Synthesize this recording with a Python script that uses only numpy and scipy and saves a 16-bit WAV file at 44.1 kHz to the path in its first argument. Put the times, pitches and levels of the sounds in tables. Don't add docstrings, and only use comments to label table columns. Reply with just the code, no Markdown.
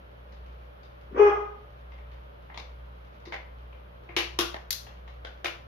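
import sys
import numpy as np
from scipy import signal
from scipy.fft import rfft, irfft
from scipy.io import wavfile
from scipy.ndimage import map_coordinates

SR = 44100
rng = np.random.default_rng(int(sys.argv[2]) if len(sys.argv) > 2 else 0)


def pcm_store(signal):
    levels = np.round(np.clip(np.atleast_2d(signal), -1, 1) * 32767)
    wavfile.write(sys.argv[1], SR, levels.astype(np.int16).T)


N = 250047
TIME = np.arange(N) / SR
FILTER_HZ = np.maximum(np.fft.rfftfreq(4096, 1 / SR), 1)


def from_db(db):
    return 10 ** (np.asarray(db) / 20)


def unit_rms(x):
    return x / np.sqrt(np.mean(x ** 2) + 1e-20)


def at_hz(points, hz=FILTER_HZ):
    table_hz, values = np.array(points).T
    return np.interp(np.log(hz), np.log(table_hz), values)


def impulse(db):
    cepstrum = irfft(np.log(from_db(db)))
    half = len(cepstrum) // 2
    cepstrum[1:half] *= 2
    cepstrum[half + 1:] = 0
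    return irfft(np.exp(rfft(cepstrum)))


def through(x, response):
    return signal.fftconvolve(np.atleast_2d(x), np.atleast_2d(response), axes=1)[:, :N]


def drift(per_s):
    return map_coordinates(rng.standard_normal(N), [TIME * per_s], order=1)


def add(track, start_s, sound):
    start = round(start_s * SR)
    track[:, start:start + sound.shape[-1]] += sound[..., :N - start]


def motor_hum(gain_db=3.8, waver=0.1, beat_s=0.777, crest_s=0.49, beat_depth=0.37):
    # frequency in Hz, relative level in dB.
    hum_lines = [(60.0, -45.5), (120.0, -59), (117.4, -67), (176.1, -68), (581.4, -66)]
    lines = []
    for hz, db in hum_lines:
        sine = np.sqrt(2) * np.sin(2 * np.pi * hz * TIME + 2 * np.pi * rng.random())
        lines.append(from_db(db + gain_db) * sine * (1 + waver * drift(0.95)))
    beat = 1 + beat_depth * np.cos(2 * np.pi * (TIME - crest_s) / beat_s)
    return lines[0] * beat + sum(lines[1:])


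def room_tone():
    # frequency in Hz, noise density in dB.
    air_spectrum = [(22, -92), (32, -86), (45, -71), (130, -76), (300, -82), (480, -74.5), (580, -74.5),
                    (720, -78.5), (1300, -80), (2000, -89.5), (3200, -92.5), (5000, -107), (7000, -117),
                    (11000, -118), (15500, -114)]
    # frequency in Hz, side over mid in dB.
    air_width = [(60, -17), (150, -8), (380, 2.5), (950, 7.5), (2380, 3), (5980, -1), (15000, 0)]
    mid, side = rng.standard_normal((2, N)) * np.sqrt(SR / 2)
    width_db = at_hz(air_width)
    mid_db = at_hz(air_spectrum) - 10 * np.log10(1 + from_db(width_db) ** 2)
    return through(mid, impulse(mid_db)) + through(side, impulse(mid_db + width_db)) * [[1], [-1]]


def patter(per_s=24, level_db=-30, centre_hz=2300, fall_db_per_octave=15):
    ticks = (rng.random(N) < per_s / SR) * rng.standard_normal(N)
    octaves_away = np.abs(np.log2(FILTER_HZ / centre_hz))
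    return through(ticks, impulse(level_db - fall_db_per_octave * octaves_away))[0]


def scatter(stretch=1, rise_s=0.0028, length_s=0.0038, wall_s=0.024, wall_db=-8.5):
    t = TIME[:SR // 15]
    echo_s = wall_s * (1 + 0.07 * rng.standard_normal())
    burst = (1 - np.exp(-t / (stretch * rise_s))) * np.exp(-(t / (stretch * length_s)) ** 2)
    echo = from_db(wall_db) * np.exp(-((t - echo_s) / length_s) ** 2)
    grains = rng.standard_normal((2, len(t))) * (burst / burst.max() + echo)
    return grains / np.sqrt(np.sum(grains ** 2, axis=1, keepdims=True))


def resonances(spread_db=2.8, spacing_hz=100):
    ripple = np.clip(rng.standard_normal(len(FILTER_HZ)), -2, 1.5)
    return spread_db * map_coordinates(ripple, [FILTER_HZ / spacing_hz], order=1)


def contact(crack_db, crack_hz, fall_db, tap_db, tap_hz, rise_db=12, shoulder_octaves=0.062):
    # multiple of the tap's pitch, relative level in dB.
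    tap_spectrum = [(.04, -43), (.12, -14), (.3, -8), (.55, -2.5), (.75, 1), (1, 1), (1.35, -10.5), (2, 1),
                    (4, -30), (9, -63.5)]
    octaves = np.log2(FILTER_HZ / crack_hz)
    slope_db = np.where(octaves > 0, fall_db, rise_db)
    crack = from_db(crack_db - slope_db * (np.hypot(octaves, shoulder_octaves) - shoulder_octaves))
    tap = from_db(tap_db + at_hz(tap_spectrum, FILTER_HZ / tap_hz))
    return impulse(20 * np.log10(np.hypot(crack, tap)) + resonances())


def scuffs():
    # start in seconds, relative level in dB, peak in Hz.
    touches = [(0.321, -23.5, 4030), (0.83, -23.5, 4000), (1.917, -19.5, 2920), (1.983, -20.5, 1990),
               (2.114, -19.5, 2940), (2.497, -13, 1770), (2.541, -12, 3140), (3.253, -15, 3940),
               (3.725, -19.5, 2440), (4.088, -9.5, 1940), (4.865, -13, 3020), (5.075, -16.5, 3190)]
    track = np.zeros((2, N))
    for start_s, db, hz in touches:
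        touch = contact(db, hz, fall_db=25, tap_db=db + 3, tap_hz=1050, rise_db=18)
        add(track, start_s, through(touch, scatter(stretch=2)))
    return np.array([track, track])


def woof_gesture(opens_s=1.188, opening_s=0.012, hold_s=0.0461, voiced_s=0.097, top_hz=416.9):
    swell_db_per_s, release_db_per_s, silent_db = 559, 946, -48
    sag_hz_per_s, sag_db_per_s, sag_rough_per_s = 230, 298, 1.3
    gruff_rough, open_rough, closed_loss_db = 0.58, 0.26, 14.5
    t = TIME - opens_s
    effort_db = swell_db_per_s * np.minimum(t, 0) - release_db_per_s * np.maximum(t - voiced_s, 0)
    effort_db = np.maximum(effort_db, silent_db)
    opened = np.clip(t / opening_s, 0, 1)
    sag_s = np.maximum(np.minimum(t, voiced_s) - hold_s, 0)
    pitch_hz = top_hz + 2.08 * effort_db - sag_hz_per_s * sag_s
    tone_db = -7.5 + 0.61 * effort_db - closed_loss_db * (1 - opened) - sag_db_per_s * sag_s
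    overtone_db = effort_db - 16
    clearing = (open_rough - gruff_rough) * opened * from_db(effort_db)
    rough = np.clip(gruff_rough + clearing + sag_rough_per_s * sag_s, 0, 1)
    return pitch_hz, tone_db, overtone_db, rough, effort_db > silent_db


def woof(tail, jitter=0.026, flutter=0.096, gruff=9.1, pan_db=2.5, lag_s=0.00047):
    # frequency in Hz, gain in dB.
    throat = [(90, -58.5), (400, 11), (520, -2.5), (800, 2.5), (1020, 2.5), (1220, 3.5), (1650, -8.5),
              (2080, -12), (2500, -13.5), (2850, -22.5), (3150, -21), (4000, -47.5), (5100, -38.5),
              (5700, -35), (8500, -63.5)]
    pitch_hz, tone_db, overtone_db, rough, sounding = woof_gesture()
    phase = 2 * np.pi * np.cumsum(pitch_hz * (1 + jitter * rough * drift(500))) / SR
    stumble = gruff * rough ** 3
    tone = sounding * from_db(tone_db) * np.sqrt(2) * np.sin(phase + stumble * drift(150))
    tone *= (1 + stumble * drift(160)) / np.hypot(1, stumble)
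    pulses = unit_rms(sum(np.cos(k * phase) for k in range(2, 20))) * (1 + flutter * drift(250))
    puffs = rng.standard_normal(N) * (1 + np.cos(phase))
    buzz = unit_rms(through(pulses, impulse(at_hz(throat))))
    rasp_tilt_db = np.log2(FILTER_HZ / 1000)
    rasp = unit_rms(through(puffs, impulse(at_hz(throat) + rasp_tilt_db)))
    voice = unit_rms((1 - rough) * buzz + rough * rasp)[0] / np.hypot(1 - rough, rough)
    overtones = sounding * from_db(overtone_db) * voice * np.sqrt(0.5)
    direct = from_db(-4) * np.array([overtones, np.interp(TIME - lag_s, TIME, overtones)])
    direct += tone * from_db([[pan_db], [-pan_db]])
    to_hall = from_db(-4.5) * tone + from_db(0.5) * overtones
    return direct + through(to_hall, tail)


def bites():
    # start in seconds, crack level in dB, its peak in Hz, fall above it in dB per octave,
    # tap level in dB, tap pitch in Hz, gain of the direct sound in dB. 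Levels are relative.
    cracks = [(2.574, -6, 3760, 22, -3, 1150, 1.5), (3.322, 2, 2370, 20.5, 5.5, 1020, -2),
              (3.341, -8, 2300, 20, -7, 804, 8.5), (4.1642, 17.5, 2640, 15, 8, 1050, -5),
              (4.388, 10.5, 3720, 11.5, 13.5, 1480, 0.5), (4.542, -12, 3070, 18, 1, 940, 5.5),
              (4.7055, 6, 4330, 9, -9.5, 2030, 4), (5.2476, -6.5, 3020, 20.5, -0.5, 770, 1.5),
              (5.444, 6.5, 2520, 13, 7.5, 730, -0.5), (5.456, 4, 2510, 22, 0, 1230, 6)]
    direct, to_hall = np.zeros((2, 2, N))
    for start_s, crack_db, crack_hz, fall_db, tap_db, tap_hz, direct_db in cracks:
        click = contact(crack_db, crack_hz, fall_db, tap_db, tap_hz)
        add(direct, start_s, from_db(direct_db) * through(click, scatter()))
        add(to_hall, start_s, click)
    return np.array([direct, to_hall])


def bowl_knocks(direct_db=-1, hall_db=-1.5, contact_s=0.003, uneven_db=1):
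    # mode in Hz, relative level in dB, seconds to fall 60 dB.
    modes = [(246, -5.5, 0.07), (342, 1.5, 0.097), (353.8, 4.5, 0.13), (480, -4, 0.13), (1014, -13, 0.29),
             (1480, -35, 0.071), (2450, -19, 0.21), (3160, -37, .12)]
    # start in seconds, relative level in dB, brightness in dB per octave.
    knocks = [(3.269, -40, -4), (4.09, -44, -6), (4.1644, -29.5, 1.5), (4.387, -22.5, -5.5),
              (5.446, -42.5, 5.5)]
    track, t = np.zeros((2, N)), TIME[:SR // 3]
    octaves = np.log2(np.array(modes)[:, 0] / modes[0][0])
    attack = 1 - np.exp(-(t / contact_s) ** 2)
    for start_s, knock_db, bright_db in knocks:
        strengths_db = knock_db + bright_db * octaves + rng.normal(0, uneven_db, len(modes))
        ring = sum(from_db(db + blow_db - 60 * t / t60) * np.sin(2 * np.pi * hz * t)
                   for (hz, db, t60), blow_db in zip(modes, strengths_db))
        add(track, start_s, ring * attack)
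    return np.array([from_db(direct_db) * track, from_db(hall_db) * track])


def hall_tail(build_s, decay_scale):
    # band centre in Hz, seconds to fall 60 dB before scaling by decay_scale.
    hall_decay = [(150, 0.16), (400, 0.59), (850, 0.63), (1500, 0.63), (2500, 0.54), (5000, 0.56),
                  (11000, 0.45), (16000, 0.48)]
    t, hz = TIME[:SR], np.maximum(np.fft.rfftfreq(SR, 1 / SR), 1)
    white = rfft(rng.standard_normal((2, SR)))
    centres_hz, t60s = np.array(hall_decay).T
    tail = 0
    for centre_hz, t60 in zip(centres_hz, t60s):
        band = np.interp(np.log(hz), np.log(centres_hz), centres_hz == centre_hz)
        tail += irfft(white * band) * from_db(-60 * t / (decay_scale * t60))
    tail *= 1 - np.exp(-(t / build_s) ** 2)
    return tail / np.sqrt(np.sum(tail ** 2) / 2)


def scene(eating_direct_db=4.5, eating_hall_db=6.5):
    # frequency in Hz, left over right in dB.
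    left_lean = [(300, 2), (1000, -0.5), (2000, 3), (4000, 7.5), (8000, 9.5), (12000, 3.5)]
    long_tail = hall_tail(build_s=0.0032, decay_scale=0.99)
    short_tail = hall_tail(build_s=0.0055, decay_scale=0.62)
    bark = woof(long_tail)
    background = motor_hum() + room_tone()
    ticks = patter()
    direct_ticks = through(ticks, scatter())
    direct, to_hall = bites() + bowl_knocks() + scuffs()
    eating = from_db(eating_direct_db) * (direct + direct_ticks)
    eating += from_db(eating_hall_db) * through(to_hall + ticks, short_tail)
    lean = [impulse(at_hz(left_lean) * side / 2) for side in (1, -1)]
    return through(bark + eating, lean) + background


def record(dry, cutoff_hz=16000):
    # frequency in Hz, gain in dB.
    port = [(6500, -6), (7400, -14.5), (8300, -21), (9600, -6.5), (11300, 1.5), (13500, -2), (15500, -14.5)]
    lowpass = signal.ellip(10, 0.1, 80, cutoff_hz, fs=SR, output="sos")
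    return signal.sosfilt(lowpass, through(dry, impulse(at_hz(port))))


dry = scene()
out = record(dry)
pcm_store(out)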